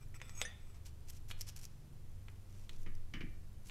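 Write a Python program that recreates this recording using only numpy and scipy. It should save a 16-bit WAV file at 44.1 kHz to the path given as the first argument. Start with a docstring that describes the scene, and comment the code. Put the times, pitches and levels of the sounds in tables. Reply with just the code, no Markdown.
"""Gloved hands slide steel brake pads into a caliper, close up in a garage, over a low motor hum. A pad scrapes
along its guide in stick-slip, clicks, squeals and snaps home at 0.42 s; its spring clip sings. From 0.7 s
rubber gloves rub and snap on the metal, and a second pad taps lightly. From 2.9 s the caliper knocks dully and
shakes its mount."""
import sys
import numpy as np
from scipy import signal
from scipy.fft import rfft, irfft, next_fast_len
from scipy.io import wavfile
from scipy.ndimage import uniform_filter1d

SR = 44100
rng = np.random.default_rng(int(sys.argv[2]) if len(sys.argv) > 2 else 0)


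def unload_audio(sound):
    """Save the sound as a 16-bit wav file, at the path given as the first command line argument."""
    columns = np.transpose(np.atleast_2d(sound))
    # keep every value between -1 and 1, then stretch to whole-number steps
    steps = np.round(np.clip(columns, -1, 1) * 32767)
    wavfile.write(sys.argv[1], SR, steps.astype(np.int16))


N = 163170
T = np.arange(N) / SR
T_RING = T[:SR // 2]

# motor hum (multiple of shaft rate, level [dB])
HUM = [(3, -63.5), (4, -62), (5, -65.5), (6, -72), (8, -75.5), (9, -83)]
# garage air spectrum (frequency [Hz], gain [dB])
AIR_EQ = [(4, -15), (11, 6.5), (20, 4), (40, -8), (100, -8), (160, -22), (260, -26), (370, -27), (600, -34),
          (1500, -40.5), (4000, -45), (8000, -46.5), (14500, -50), (16000, -60)]
# rumble envelope (time [s], level [dB])
RUMBLE_LEVELS = [(0, -56), (.45, -47.5), (.8, -61), (1.35, -40.5), (1.9, -58), (2.6, -44.5), (3.2, -37),
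                 (3.7, -45)]
# pad slides (start [s], length [s], start level [dB], end level [dB])
PAD_SLIDES = [(0.006, 0.027, -69, -63.5), (0.141, 0.026, -58.5, -62.5), (0.226, 0.14, -66.5, -63),
              (0.348, 0.088, -62, -52), (0.576, 0.18, -78.5, -73)]
# sliding pad resonances (frequency [Hz], width [Hz], gain [dB])
SLIDE_RESONANCES = [(1300, 200, 2), (2060, 130, -5), (2360, 170, 2.5), (3400, 87, -10), (5450, 870, 1),
                    (7860, 110, 4.5), (12500, 180, -7)]
# loose pad clicks (time [s], level [dB], low-pass [Hz], contact spot pitch [Hz], ring drive [dB])
LOOSE_CLICKS = [(0.1433, -55, 2900, 2100, -18), (.2015, -55.5, 2600, 2090, -8),
                (0.2161, -43.5, 2430, 2420, 0), (.295, -51, 4570, 5300, -8), (.4158, -30.5, 5200, 3400, -5),
                (.4215, -47, 3000, 3550, 7.5)]
# click spectrum (frequency [Hz], gain [dB])
CLICK_EQ = [(150, -9), (500, -7.5), (1000, -3), (1400, -3.5), (1900, 4), (2250, 2), (2900, -1.5),
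            (3800, -3), (4700, -9), (5700, -3), (6500, 4.5), (7700, -0.5), (9400, -17), (10800, -9),
            (14200, -7), (15500, -20)]
# loose pad modes (frequency [Hz], gain [dB], t60 [s])
LOOSE_MODES = [(505, -1.5, 0.12), (3560, -18, 0.29), (3470, -5.5, 0.3), (3590, -11, 0.42), (4737, -6, 0.3),
               (5110, 3, 0.13), (7990, 13.5, 0.065), (8670, 6, 0.15), (9330, 0.5, 0.12), (10830, 0, 0.16)]
# spring clip modes (frequency [Hz], gain [dB], t60 [s], starts flat by [Hz])
CLIP_MODES = [(1907, -3, 0.22, 203), (6040, -6, 0.11, 176), (6460, -7.5, 0.075, 46), (9250, -10, 0.11, 47)]
# glove rubs (start [s], length [s], start level [dB], end level [dB], low-pass [Hz])
GLOVE_RUBS = [(0.738, 0.036, -65.5, -70, 680), (0.85, 0.013, -58, -57, 5950),
              (0.866, 0.026, -64, -69, 7000), (1.065, 0.022, -76, -60.5, 9200),
              (1.091, 0.014, -56.5, -55.5, 18000), (1.12, 0.053, -70.5, -63, 8750),
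              (1.28, 0.041, -60.5, -59, 11900), (1.375, 0.05, -66.5, -57, 7050),
              (1.466, 0.031, -55, -55, 6500), (1.556, 0.04, -56, -61.5, 8300),
              (1.609, .043, -68, -56.5, 9200), (2.479, .18, -74.5, -72.5, 5000),
              (2.702, 0.061, -69.5, -67, 3000), (2.779, 0.056, -78, -68, 18000),
              (3.642, 0.048, -68.5, -59, 9000)]
# rubber-on-metal spectrum (frequency [Hz], gain [dB])
RUBBER_EQ = [(200, -8.5), (1500, -7.5), (2500, -1.5), (3800, -3.5), (5000, 1), (5600, 5), (6500, 3),
             (7600, 2.5), (9500, -1.5), (11000, 3), (13000, -0.5), (13800, 1), (15500, -13)]
# glove snaps (time [s], level [dB])
GLOVE_SNAPS = [(1.101, -60), (1.176, -69), (1.4103, -40), (1.4155, -43), (1.4171, -49), (1.489, -49.5),
               (1.4995, -55), (1.564, -52), (1.614, -56), (1.653, -47.5), (2.952, -61)]
# second pad taps (time [s], level [dB], low-pass [Hz], contact spot pitch [Hz], ring drive [dB])
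SECOND_PAD_TAPS = [(1.3035, -52, 2500, 1700, -1), (1.3126, -41, 4500, 3150, -11.5),
                   (2.284, -52, 1200, 1930, -20), (2.6938, -47.5, 9000, 3430, -19),
                   (3.697, -49.5, 3500, 2630, -16)]
# tap spectrum (frequency [Hz], gain [dB])
TAP_EQ = [(650, -9), (1200, -2.5), (4200, -1), (4900, -7), (7500, -4), (9000, -13.5)]
# second pad modes (frequency [Hz], gain [dB], t60 [s])
SECOND_PAD_MODES = [(2456, -6, 0.17), (3470, -3.5, 0.25), (4177, -2, .22), (4370, -3, .12)]
# mount thumps (time [s], level [dB])
MOUNT_THUMPS = [(1.912, -59.5), (2.868, -47), (3.138, -45.5), (3.169, -46), (3.211, -47), (3.235, -41)]
# mount modes (frequency [Hz], gain [dB], t60 [s])
MOUNT_MODES = [(28.5, 4, 0.36), (48.8, -2, 0.4), (144, -3.5, 0.28), (178, 4, 0.091), (227.4, -2, 0.21),
               (290, -6, 0.27), (331.7, -3.5, 0.16)]
# caliper knocks (time [s], drive [dB], low-pass [Hz])
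CALIPER_KNOCKS = [(2.863, -48.5, 800), (2.871, -56, 600), (3.1375, -41, 5070), (3.151, -47.5, 2030),
                  (3.168, -51.5, 1600), (3.2075, -44.5, 1570), (3.217, -48.5, 1600)]
# knock spectrum (frequency [Hz], gain [dB])
KNOCK_EQ = [(200, 4.5), (380, -2), (700, -16.5), (1200, -3), (1500, -9), (2200, 6), (2600, -3), (3000, 3.5),
            (3500, -10.5), (5700, -8.5), (8000, -24.5), (15000, -16)]
# caliper modes (frequency [Hz], gain [dB], t60 [s])
CALIPER_MODES = [(1206, -7.5, 0.25), (1716, -4, 0.22), (1830, -11, 0.37), (2207, -1, 0.12), (2350, -1, .19),
                 (3004, 2, 0.071), (3440, -13, 0.17)]


def amp(db):
    """Decibels to gain."""
    return 10 ** (np.asarray(db) / 20)


def unit(x):
    """Scale to rms 1."""
    return x / np.sqrt(np.mean(x ** 2))


def unit_blow(x):
    """Scale to the energy of 3 ms at rms 1."""
    return x / np.sqrt(np.sum(x ** 2) / (0.003 * SR))


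def add(out, at_s, x):
    """Mix x into out at a time."""
    i = int(at_s * SR)
    out[i:i + len(x)] += x[:N - i]


def colour(x, eq):
    """Minimum-phase filter through (frequency [Hz], gain [dB]) points."""
    hz, db = np.array(eq, float).T
    n = next_fast_len(2 * len(x), True) // 2 * 2
    bins_hz = np.arange(n // 2 + 1) * SR / n
    gain = amp(np.interp(np.log(bins_hz + 1), np.log(hz), db))
    cepstrum = irfft(np.log(gain))
    cepstrum[1:n // 2] *= 2
    cepstrum[n // 2 + 1:] = 0
    return irfft(rfft(x, n) * np.exp(rfft(cepstrum)))[:len(x)]


def soften(x, hz):
    """First-order low-pass."""
    return signal.lfilter(*signal.butter(1, min(hz, SR / 2 - 1000), fs=SR), x)


def resonate(x, hz, width_hz, stages=1):
    """Identical resonators in series; rms 1."""
    for _ in range(stages):
        x = unit(signal.lfilter(*signal.iirpeak(hz, hz / width_hz, fs=SR), x))
    return x


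def ring(modes):
    """Decaying modes, slightly detuned per strike; starts at rms 1."""
    tones = 0
    for hz, db, t60_s in modes:
        phase = 2 * np.pi * hz * (1 + 0.0016 * rng.standard_normal()) * T_RING
        tones += amp(db - 60 * T_RING / t60_s) * np.sin(phase) * rng.choice([-1, 1])
    return tones / np.sqrt(sum(amp(db) ** 2 for _, db, _ in modes) / 2)


def wash(hz, width_hz, t60_s):
    """Dense modes as a decaying noise band; starts at rms 1."""
    band = resonate(rng.standard_normal(len(T_RING)), hz, width_hz, stages=2)
    return band * amp(-60 * T_RING / t60_s)


def contact(decay_s, rattle):
    """Impulse plus a brief dying rattle."""
    force = rattle * rng.standard_normal(len(T_RING)) * np.exp(-T_RING / decay_s)
    force[0] += 2
    return force


def slips(rate_hz, spread):
    """Random stick-slip pulses of log-normal size."""
    onsets = rng.random(N) < rate_hz / SR
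    return onsets * np.exp(spread * rng.standard_normal(N)) * rng.choice([-1, 1], N)


def wander(rate_hz):
    """Smooth random drift; standard deviation near 1."""
    hold = int(SR / rate_hz)
    steps = np.repeat(rng.standard_normal(N // hold + 1), hold)
    return 1.296 * uniform_filter1d(uniform_filter1d(steps, hold), hold)[:N]


def stroke(start_s, length_s, from_db, to_db, release_s):
    """Stroke envelope: quick attack, pressure ramp, release."""
    t = T - start_s
    pressure = amp(np.interp(t, [0, length_s], [from_db, to_db]))
    return pressure * np.clip(t / 0.0075, 0, 1) * np.exp(-np.maximum(t - length_s, 0) / release_s)


def motor_hum(shaft_hz=24.29, waver_db=3.16):
    """Shaft harmonics, wavering in pitch and level."""
    angle = 2 * np.pi * np.cumsum(shaft_hz * (1 + 0.00821 * wander(1.964))) / SR
    out = np.zeros(N)
    for order, db in HUM:
        rms = amp(db + waver_db * wander(3.91))
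        out += rms * np.sqrt(2) * np.sin(order * angle + 2 * np.pi * rng.random())
    return out


def garage_air(air_db=-51):
    """Steady bass-heavy noise plus a deep, swelling rumble."""
    air = colour(rng.standard_normal(N), AIR_EQ)
    air /= np.linalg.norm(colour(signal.unit_impulse(N), AIR_EQ))
    rumble = resonate(rng.standard_normal(N), hz=13, width_hz=4.5, stages=2)
    rumble_db = np.interp(T, *np.array(RUMBLE_LEVELS).T)
    return amp(air_db) * air + amp(rumble_db) * rumble


def pad_slides(squeal_db=-52.5, squeal_from_s=0.336, squeal_to_s=0.4, rise_s=0.024, fall_s=0.01):
    """Steel grinds along the guide; one resonance squeals just before the pad seats."""
    force = sum(stroke(*slide, release_s=0.007) for slide in PAD_SLIDES)
    grit = slips(rate_hz=990, spread=0.3) * amp(2.8 * wander(90.1))
    scrape = unit(sum(amp(db) * resonate(grit, hz, width_hz) for hz, width_hz, db in SLIDE_RESONANCES))
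    squeal = resonate(grit, hz=6530, width_hz=160, stages=2)
    swell = np.clip((T - squeal_from_s) / rise_s, 0, 1)
    release = np.exp(-np.maximum(T - squeal_to_s, 0) / fall_s)
    return force * scrape + amp(squeal_db) * swell * release * squeal


def pad_hits(hits, eq, modes):
    """Steel backing hits the caliper: a crack, then pad modes in a metallic wash."""
    out = np.zeros(N)
    for at_s, db, cutoff_hz, spot_hz, ring_drive_db in hits:
        force = contact(decay_s=0.0045, rattle=0.21)
        crack = unit_blow(soften(colour(force, eq), cutoff_hz))
        spot = unit_blow(resonate(crack, spot_hz, width_hz=2350, stages=2))
        crack = unit_blow(crack + 0.57 * spot)
        tail = ring(modes) + amp(-13.5) * wash(hz=3525, width_hz=230, t60_s=0.43)
        tail = soften(soften(tail, 2 * cutoff_hz), 2 * cutoff_hz) / 2
        add(out, at_s, amp(db) * (crack + amp(ring_drive_db) * tail))
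    return out


def spring_clip(at_s=0.4505, gain_db=-41.5, waver_hz=25):
    attack_s, settle_s, hold_s, stop_s = 0.00096, 0.0168, 0.066, 0.006
    out, t = np.zeros(N), T_RING
    gate = (1 - np.exp(-t / attack_s)) * np.exp(-np.maximum(t - hold_s, 0) / stop_s)
    for hz, db, t60_s, flat_hz in CLIP_MODES:
        pitch_hz = hz - flat_hz * np.exp(-t / settle_s) + waver_hz * wander(550)[:len(t)]
        tone = amp(-60 * t / t60_s) * np.sin(2 * np.pi * np.cumsum(pitch_hz) / SR)
        scuff = amp(-2.5) * wash(hz, width_hz=800, t60_s=0.057)
        add(out, at_s, amp(gain_db + db) * gate * (tone + scuff))
    return out


def gloves(snap_decay_s=0.0022, snap_rattle=0.31, creak_db=-84.5):
    """Rubber drags over metal, snaps free and creaks faintly throughout."""
    out = np.zeros(N)
    drag = colour(slips(rate_hz=2200, spread=0.38), RUBBER_EQ) * amp(2 * wander(200))
    for *rub, cutoff_hz in GLOVE_RUBS:
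        out += stroke(*rub, release_s=0.0074) * unit(soften(drag, cutoff_hz))
    for at_s, db in GLOVE_SNAPS:
        snap = unit_blow(colour(contact(snap_decay_s, snap_rattle), RUBBER_EQ))
        ping = unit_blow(resonate(snap, hz=5400, width_hz=750))
        add(out, at_s, amp(db) * unit_blow(snap + 0.76 * ping))
    creaks = signal.fftconvolve(slips(rate_hz=95, spread=0.33), contact(snap_decay_s, snap_rattle))[:N]
    return out + amp(creak_db) * unit(colour(creaks, RUBBER_EQ))


def mount_thumps():
    """The shaken mount rings in its low modes."""
    out = np.zeros(N)
    for at_s, db in MOUNT_THUMPS:
        add(out, at_s, amp(db) * ring(MOUNT_MODES))
    return out


def caliper_knocks():
    """The whole caliper knocks on its mount: a dull, rattling blow, then ringing modes."""
    out = np.zeros(N)
    for at_s, drive_db, cutoff_hz in CALIPER_KNOCKS:
        force = contact(decay_s=0.01, rattle=0.59)
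        knock = 1.23 * unit_blow(soften(colour(force, KNOCK_EQ), cutoff_hz))
        tail = amp(-10) * ring(CALIPER_MODES) + amp(-15.5) * wash(hz=1980, width_hz=1000, t60_s=0.31)
        add(out, at_s, amp(drive_db) * (knock + tail))
    return out


def garage_reverb(x, t60_s=0.52, wet_db=-15.5, cutoff_hz=4160, attack_s=0.00093):
    """Diffuse, dull reflections; a new noise tail per call."""
    noise = soften(soften(rng.standard_normal(len(T_RING)), cutoff_hz), cutoff_hz)
    tail = noise * amp(-60 * T_RING / t60_s) * np.clip(T_RING / attack_s, 0, 1)
    return amp(wet_db) * signal.fftconvolve(x, tail / np.linalg.norm(tail))[:N]


def scene():
    """Stereo mix: sources centred, slight width from reverb and hiss."""
    pads = pad_hits(LOOSE_CLICKS, CLICK_EQ, LOOSE_MODES) + pad_hits(SECOND_PAD_TAPS, TAP_EQ, SECOND_PAD_MODES)
    metal = pads + caliper_knocks() + mount_thumps() + pad_slides()
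    clip, rubber = spring_clip(), gloves()
    send = metal + amp(-5) * clip + amp(0.5) * rubber
    side_reverb = 0.05 * garage_reverb(send)
    hiss = rng.standard_normal(N) + unit(soften(rng.standard_normal(N), hz=720))
    side = side_reverb + amp(-83) * hiss
    mid = metal + clip + rubber + garage_reverb(send) + motor_hum() + garage_air()
    return np.array([mid + side, mid - side])


def record(dry):
    """Steep low-pass at 15.7 kHz."""
    return signal.sosfilt(signal.ellip(8, 0.2, 70, 15700, fs=SR, output="sos"), dry)


dry = scene()
out = record(dry)
unload_audio(out)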